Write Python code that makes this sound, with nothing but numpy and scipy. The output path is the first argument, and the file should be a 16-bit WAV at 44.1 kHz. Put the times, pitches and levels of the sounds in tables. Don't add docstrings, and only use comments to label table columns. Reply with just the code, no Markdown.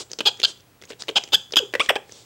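import sys
import numpy as np
from scipy import signal
from scipy.fft import rfft, irfft, next_fast_len
from scipy.io import wavfile
from scipy.ndimage import uniform_filter1d

SR = 44100
rng = np.random.default_rng(int(sys.argv[2]) if len(sys.argv) > 2 else 0)


def digitize_waveform(pressure):
    field = np.atleast_2d(pressure).T
    bounded = np.clip(field, -1, 1)
    quanta = np.round(bounded * 32767).astype(np.int16)
    wavfile.write(sys.argv[1], SR, quanta)


N = 99225
TIME = np.arange(N) / SR
SPARKLE_HZ, SPARKLE_WIDTH_HZ = 13500, 1600


def amp(db):
    return 10 ** (np.asarray(db) / 20)


def bump(x, centre, width):
    return np.exp(-((x - centre) / width) ** 2)


def along(points, hz):
    f, v = np.transpose(points)
    return np.interp(np.log(hz + 1), np.log(f + 1), v)


def resonate(x, colour):
    m = 2 * next_fast_len(len(x))
    hz = np.fft.rfftfreq(m, 1 / SR)
    cepstrum = irfft(np.log(amp(along(colour, hz))), m)
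    cepstrum[1:m // 2] *= 2
    cepstrum[m // 2 + 1:] = 0
    return irfft(rfft(x, m) * np.exp(rfft(cepstrum)), m)[:len(x)]


def noise(colour):
    x = resonate(rng.standard_normal(N), colour)
    return x / np.sqrt(np.mean(x ** 2) + 1e-20)


def swells(rows, colour):
    return noise(colour) * sum(amp(db) * bump(TIME, s, width) for s, width, db in rows)


def room_tone(air_db=-56.5, hum_hz=122.6, hum_db=-64.5, whine_hz=15735, whine_db=-70):
    # frequency in Hz, relative level in dB.
    air_colour = [(24, -51), (40, -16.5), (105, -10), (190, -15.5), (13000, -38)]
    tone = lambda hz, db: np.sqrt(2) * amp(db) * np.sin(2 * np.pi * hz * TIME)
    return amp(air_db) * noise(air_colour) + tone(hum_hz, hum_db) + tone(whine_hz, whine_db)


def rustles():
    # time of the peak in seconds, half width in seconds, level in dB.
    brushes = [(.004, 0.021, -31.5), (.49, 0.026, -37.5), (.902, 0.014, -44), (1.008, 0.011, -37.5),
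               (1.84, 0.031, -39.5), (2.17, 0.077, -48.5)]
    # frequency in Hz, relative level in dB.
    fur_colour = [(40, -22.5), (450, 4.5), (1900, -11), (3800, 3.5), (8000, -1.5), (16000, -46)]
    return swells(brushes, fur_colour)


def room(x, wall_delay_s=0.0073, early_t60_s=0.17, early_db=-21, late_db=-20):
    # frequency in Hz, relative level in dB.
    wall_colour = [(450, 5.5), (4600, -3), (7500, 5.5), (12000, -7)]
    # frequency in Hz, seconds to fall 60 dB.
    tail_t60 = [(500, 0.31), (4500, 0.33), (8000, 0.41)]
    hz, t, spectra = signal.stft(rng.standard_normal((2, SR // 2)), SR, nperseg=256)
    spectra = spectra * amp(along(wall_colour, hz))[:, None]
    late_t60_s = along(tail_t60, hz)[:, None]
    early = signal.istft(spectra[0] * np.exp(-np.log(1000) * t / early_t60_s), SR, nperseg=256)[1]
    late = signal.istft(spectra[1] * np.exp(-np.log(1000) * t / late_t60_s), SR, nperseg=256)[1]
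    answer = amp(early_db) * early / np.linalg.norm(early) + amp(late_db) * late / np.linalg.norm(late)
    return signal.fftconvolve(x, np.pad(answer, (int(wall_delay_s * SR), 0)))[:N]


def pop(t60, colour, ring_hz, snap, ring_db=11, ring_octaves=0.44):
    t = np.arange(SR // 16) / SR
    hz = np.fft.rfftfreq(len(t), 1 / SR)
    burst = rng.standard_normal(len(t)) * np.exp(-np.log(1000) * t / t60)
    burst[0] += snap
    shape = along(colour, hz) + ring_db * bump(np.log2(hz + 1), np.log2(ring_hz), ring_octaves)
    x = resonate(burst, np.column_stack([hz, shape]))
    return x / np.abs(x).max()


def clicks_and_clucks(click_t60_s=0.016, cluck_t60_s=0.028, tick_hz=4350, tick_db=-36.5):
    # start in seconds, peak level in dB, the mouth's ring in Hz.
    clicks = [(0.1162, -18.5, 5800), (0.1332, -16, 5050), (0.5999, -45.5, 3170), (0.1882, -16, 5040),
              (.372, -36, 6530), (0.3999, -17.5, 2810), (0.417, -20, 2830), (.8231, -27, 1855),
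              (.847, -42.5, 4050), (1.022, -14.5, 4640), (1.036, -27.5, 2130), (1.2379, -19.5, 5200),
              (1.523, -17.5, 4970), (1.289, -36, 2530), (1.8614, -22, 2870), (2.122, -26.5, 6140)]
    clucks = [(0.192, -20.5, 3430), (0.2056, -9.5, 3130), (0.9032, -27.5, 430), (0.92, -29.5, 3070),
              (0.931, -29.5, 3530), (1.083, -15.5, 3540), (1.089, -14.5, 3320), (1.0963, -20.5, 440),
              (1.536, -15, 3200), (1.738, -12.5, 1990), (1.752, -6.5, 1880), (1.7971, -7.5, 2670),
              (1.956, -14, 900)]
    # frequency in Hz, relative level in dB.
    click_colour = [(40, -26), (420, 19.5), (900, 2.5), (6500, 6), (16000, -27.5)]
    cluck_colour = [(40, -28), (450, 9.5), (750, -6), (3200, -6), (4200, -10.5), (16000, -35.5)]
    out = np.zeros(N)
    for s, db, ring_hz in clicks:
        add(out, s, amp(db) * pop(click_t60_s, click_colour, ring_hz, snap=5.3))
    for s, db, ring_hz in clucks:
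        add(out, s, amp(db) * pop(cluck_t60_s, cluck_colour, ring_hz, snap=2.5))
    for s, _, _ in clicks + clucks:
        for when, size, octaves in rng.uniform(-1.8, 1, (2, 3)):
            tick = pop(click_t60_s, click_colour, tick_hz * 2 ** octaves, snap=0.33)
            add(out, s + 0.016 * when, amp(tick_db) * 2 ** size * tick)
    return out


def add(out, s, x):
    i = max(0, round(s * SR))
    out[i:i + len(x)] += x[:max(0, N - i)]


def smear(x, spread_s=0.001663, knee_hz=5400):
    m = 2 * next_fast_len(len(x))
    delay = spread_s * (np.tanh(np.fft.rfftfreq(m, 1 / SR) / knee_hz) - .5)
    return irfft(rfft(x, m) * np.exp(-2j * np.pi * np.cumsum(delay) * SR / m), m)[:len(x)]


def call(curve, throat, jitter=0.7, shimmer_db=11, rasp=1.3, attack_s=0.0018, close_s=0.0079):
    s, pitch, level, roughness = np.transpose(sorted(curve))
    t = s[0] + np.arange(int((s[-1] - s[0]) * SR) + SR // 100) / SR
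    hz, db, rough = (np.interp(t, s, c) for c in (pitch, level, np.clip(roughness, 0, 1)))
    cycles = np.cumsum(hz) / SR
    onsets = np.interp(np.arange(int(cycles[-1])), cycles, np.arange(len(t)))
    k = onsets.astype(int)
    slip, size = rng.uniform(-1.76, 1, (len(onsets), 2)).T
    onsets = np.abs(onsets + jitter * rough[k] * slip * SR / hz[k] / 2)
    pulses = amp(shimmer_db * rough[k] * size) @ np.sinc(np.arange(len(t)) - onsets[:, None])
    air = rasp * rough * np.sqrt(hz / SR) * (1 - cycles % 1) * rng.standard_normal(len(t))
    source = smear(pulses + air)
    closing = np.clip(1 + (t - s[-1]) / close_s, 0, 1)
    voice = resonate(source * (1 - closing), throat) + resonate(source * closing, throat * [0.893, 1])
    running_rms = np.sqrt(np.abs(uniform_filter1d(voice ** 2, size=200)) + 1e-12)
    gate = np.interp(t, [s[0], s[0] + attack_s, s[-1] - attack_s / 2, s[-1] + attack_s], [0, 1, 1, 0])
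    return voice / running_rms * amp(db) * gate


def squeaks(main_db=9, main_width_hz=253, bite_hz=4340, bite_width_hz=480):
    # time in seconds, pitch in Hz, level in dB, roughness from 0 to 1.
    curves = [
        [(.253, 384.6, -28.5, 0.77), (.260, 407.7, -15.5, 0.07), (.271, 413.7, -13.5, 0.25),
         (.273, 857.6, -9.5, 0.02), (.284, 786, -15, 0.11), (.289, 442, -20, 0.13), (.297, 407, -30, 0.8)],
        [(.431, 389, -5.5, 0.6), (.436, 605, -15.5, 0.77), (.439, 1397, -12, 0.12), (.442, 1384, -10, .14),
         (.446, 1497, -33, 0.2), (.448, 1626, -10.5, 0.14), (.457, 1545, -13, 0.17)],
        [(1.153, 481.3, -40.5, 0.54), (1.160, 520.8, -16.5, 0.78), (1.164, 610.5, -13, 0.58),
         (1.173, 854, -13, 0), (1.179, 805, -16, 0), (1.185, 408, -17.5, 0.42)],
        [(1.320, 287.7, -34, 0.94), (1.330, 302.7, -22, 0.24), (1.333, 329, -17, 0.5), (1.336, 700, -12, 0),
         (1.340, 1476, -16.5, 0.51), (1.346, 1548, -7, 0.04), (1.352, 1758, -11, 0), (1.356, 1690, -10, 0.11)],
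        [(1.558, 290, -7, 0.5), (1.565, 397, -31, 0.06), (1.568, 1183, -7, 0.65), (1.576, 1529, -10.5, 0.46),
         (1.578, 1557, -15.5, 0.13), (1.586, 1696, -12.5, 0.05), (1.593, 1420, -13.5, 0.28)],
    ]
    # main resonance in Hz, bite lift in dB, sparkle lift in dB.
    timbres = [(3310, -2, 10), (3410, 5.5, 4), (3100, -12.5, 5), (3430, -10, 21.5), (3230, -18.5, 21)]
    # frequency in Hz, relative gain in dB.
    open_throat = [(100, -28.5), (400, -7), (1400, -12), (2050, -22.5), (2650, -5.5), (3300, -3.5),
                   (3800, -2), (4850, -2), (5600, -21.5), (6500, -13.5), (10000, -36.5), (16000, -50.5)]
    out, hz = np.zeros(N), np.fft.rfftfreq(N, 1 / SR)
    sparkle = bump(hz, SPARKLE_HZ, SPARKLE_WIDTH_HZ)
    for curve, (main_hz, bite_db, sparkle_db) in zip(curves, timbres):
        colour = along(open_throat, hz) + main_db * bump(hz, main_hz, main_width_hz)
        colour += bite_db * bump(hz, bite_hz, bite_width_hz) + sparkle_db * sparkle
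        add(out, min(curve)[0], call(curve, np.column_stack([hz, colour])))
    return out


def cage(x, ring_hz=3430, t60_s=0.42, gain_db=-42):
    ring = np.sin(2 * np.pi * ring_hz * TIME) * np.exp(-np.log(1000) * TIME / t60_s)
    return amp(gain_db) * signal.fftconvolve(x, ring / np.linalg.norm(ring))[:N]


def puffs():
    # time of the peak in seconds, half width in seconds, level in dB.
    gusts = [(1.365, 0.035, -50), (1.885, 0.014, -56.5)]
    # frequency in Hz, relative level in dB.
    puff_colour = [(50, 2.5), (150, 6.5), (900, -26)]
    return swells(gusts, puff_colour)


def grunts(sag=0.3, overtone_db=-22):
    # start in seconds, length in seconds, middle pitch in Hz, level in dB.
    notes = [(1.597, 0.02, 507, -25), (1.622, 0.019, 417, -24), (1.749, 0.014, 511, -19.5)]
    out = np.zeros(N)
    for s, length, hz, db in notes:
        progress = np.linspace(0, 1, int(length * SR))
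        phase = 2 * np.pi * np.cumsum(hz * (1 - sag * (progress - .5))) / SR
        tone = np.sin(phase) + amp(overtone_db) * np.sin(2 * phase)
        add(out, s, amp(db) * np.sin(np.pi * progress) * tone)
    return out


def chirps():
    # time in seconds, pitch in Hz, level in dB, roughness from 0 to 1.
    curves = [
        [(1.801, 740, -14, 0.05), (1.804, 1086, -13, 0.07), (1.814, 1212, -17, 0.03), (1.824, 1470, -31.5, 0)],
        [(1.887, 2280, -58, 0), (1.890, 1962, -14.5, 0), (1.893, 1844, -11.5, 0.01), (1.895, 1359, -10.5, 0.09),
         (1.900, 946, -17, 0.02), (1.906, 615, -12, 0.14), (1.915, 372, -25, 0.04)],
        [(1.959, 740, -18.5, 0.14), (1.971, 885, -25.5, 0.01)],
    ]
    sparkle_levels = [-15, 37.5, -4]
    # frequency in Hz, relative gain in dB.
    closed_throat = [(100, -27.5), (250, -0.5), (520, 9.5), (1200, -8), (2000, -4.5), (3300, 0),
                     (4100, -30.5), (5300, -16.5), (6800, -34), (8500, -22), (16000, -77)]
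    out, hz = np.zeros(N), np.fft.rfftfreq(N, 1 / SR)
    for curve, sparkle_db in zip(curves, sparkle_levels):
        colour = along(closed_throat, hz) + sparkle_db * bump(hz, SPARKLE_HZ, SPARKLE_WIDTH_HZ)
        add(out, min(curve)[0], call(curve, np.column_stack([hz, colour])))
    return out


def scene():
    monkey = squeaks() + chirps() + clicks_and_clucks() + grunts() + rustles()
    return (monkey + room(monkey) + cage(monkey) + puffs() + room_tone())[None]


def record(dry):
    ceiling, low_hz, top_hz = 0.6, 40.5, 16400
    rounded = dry / (1 + np.abs(dry / ceiling) ** 6) ** (1 / 6)
    m = next_fast_len(N + SR // 2)
    hz = np.fft.rfftfreq(m, 1 / SR)
    passband = hz ** 2 / (hz ** 2 + low_hz ** 2) * (hz < top_hz)
    return irfft(rfft(rounded, m) * passband, m)[..., :N]


dry = scene()
out = record(dry)
digitize_waveform(out)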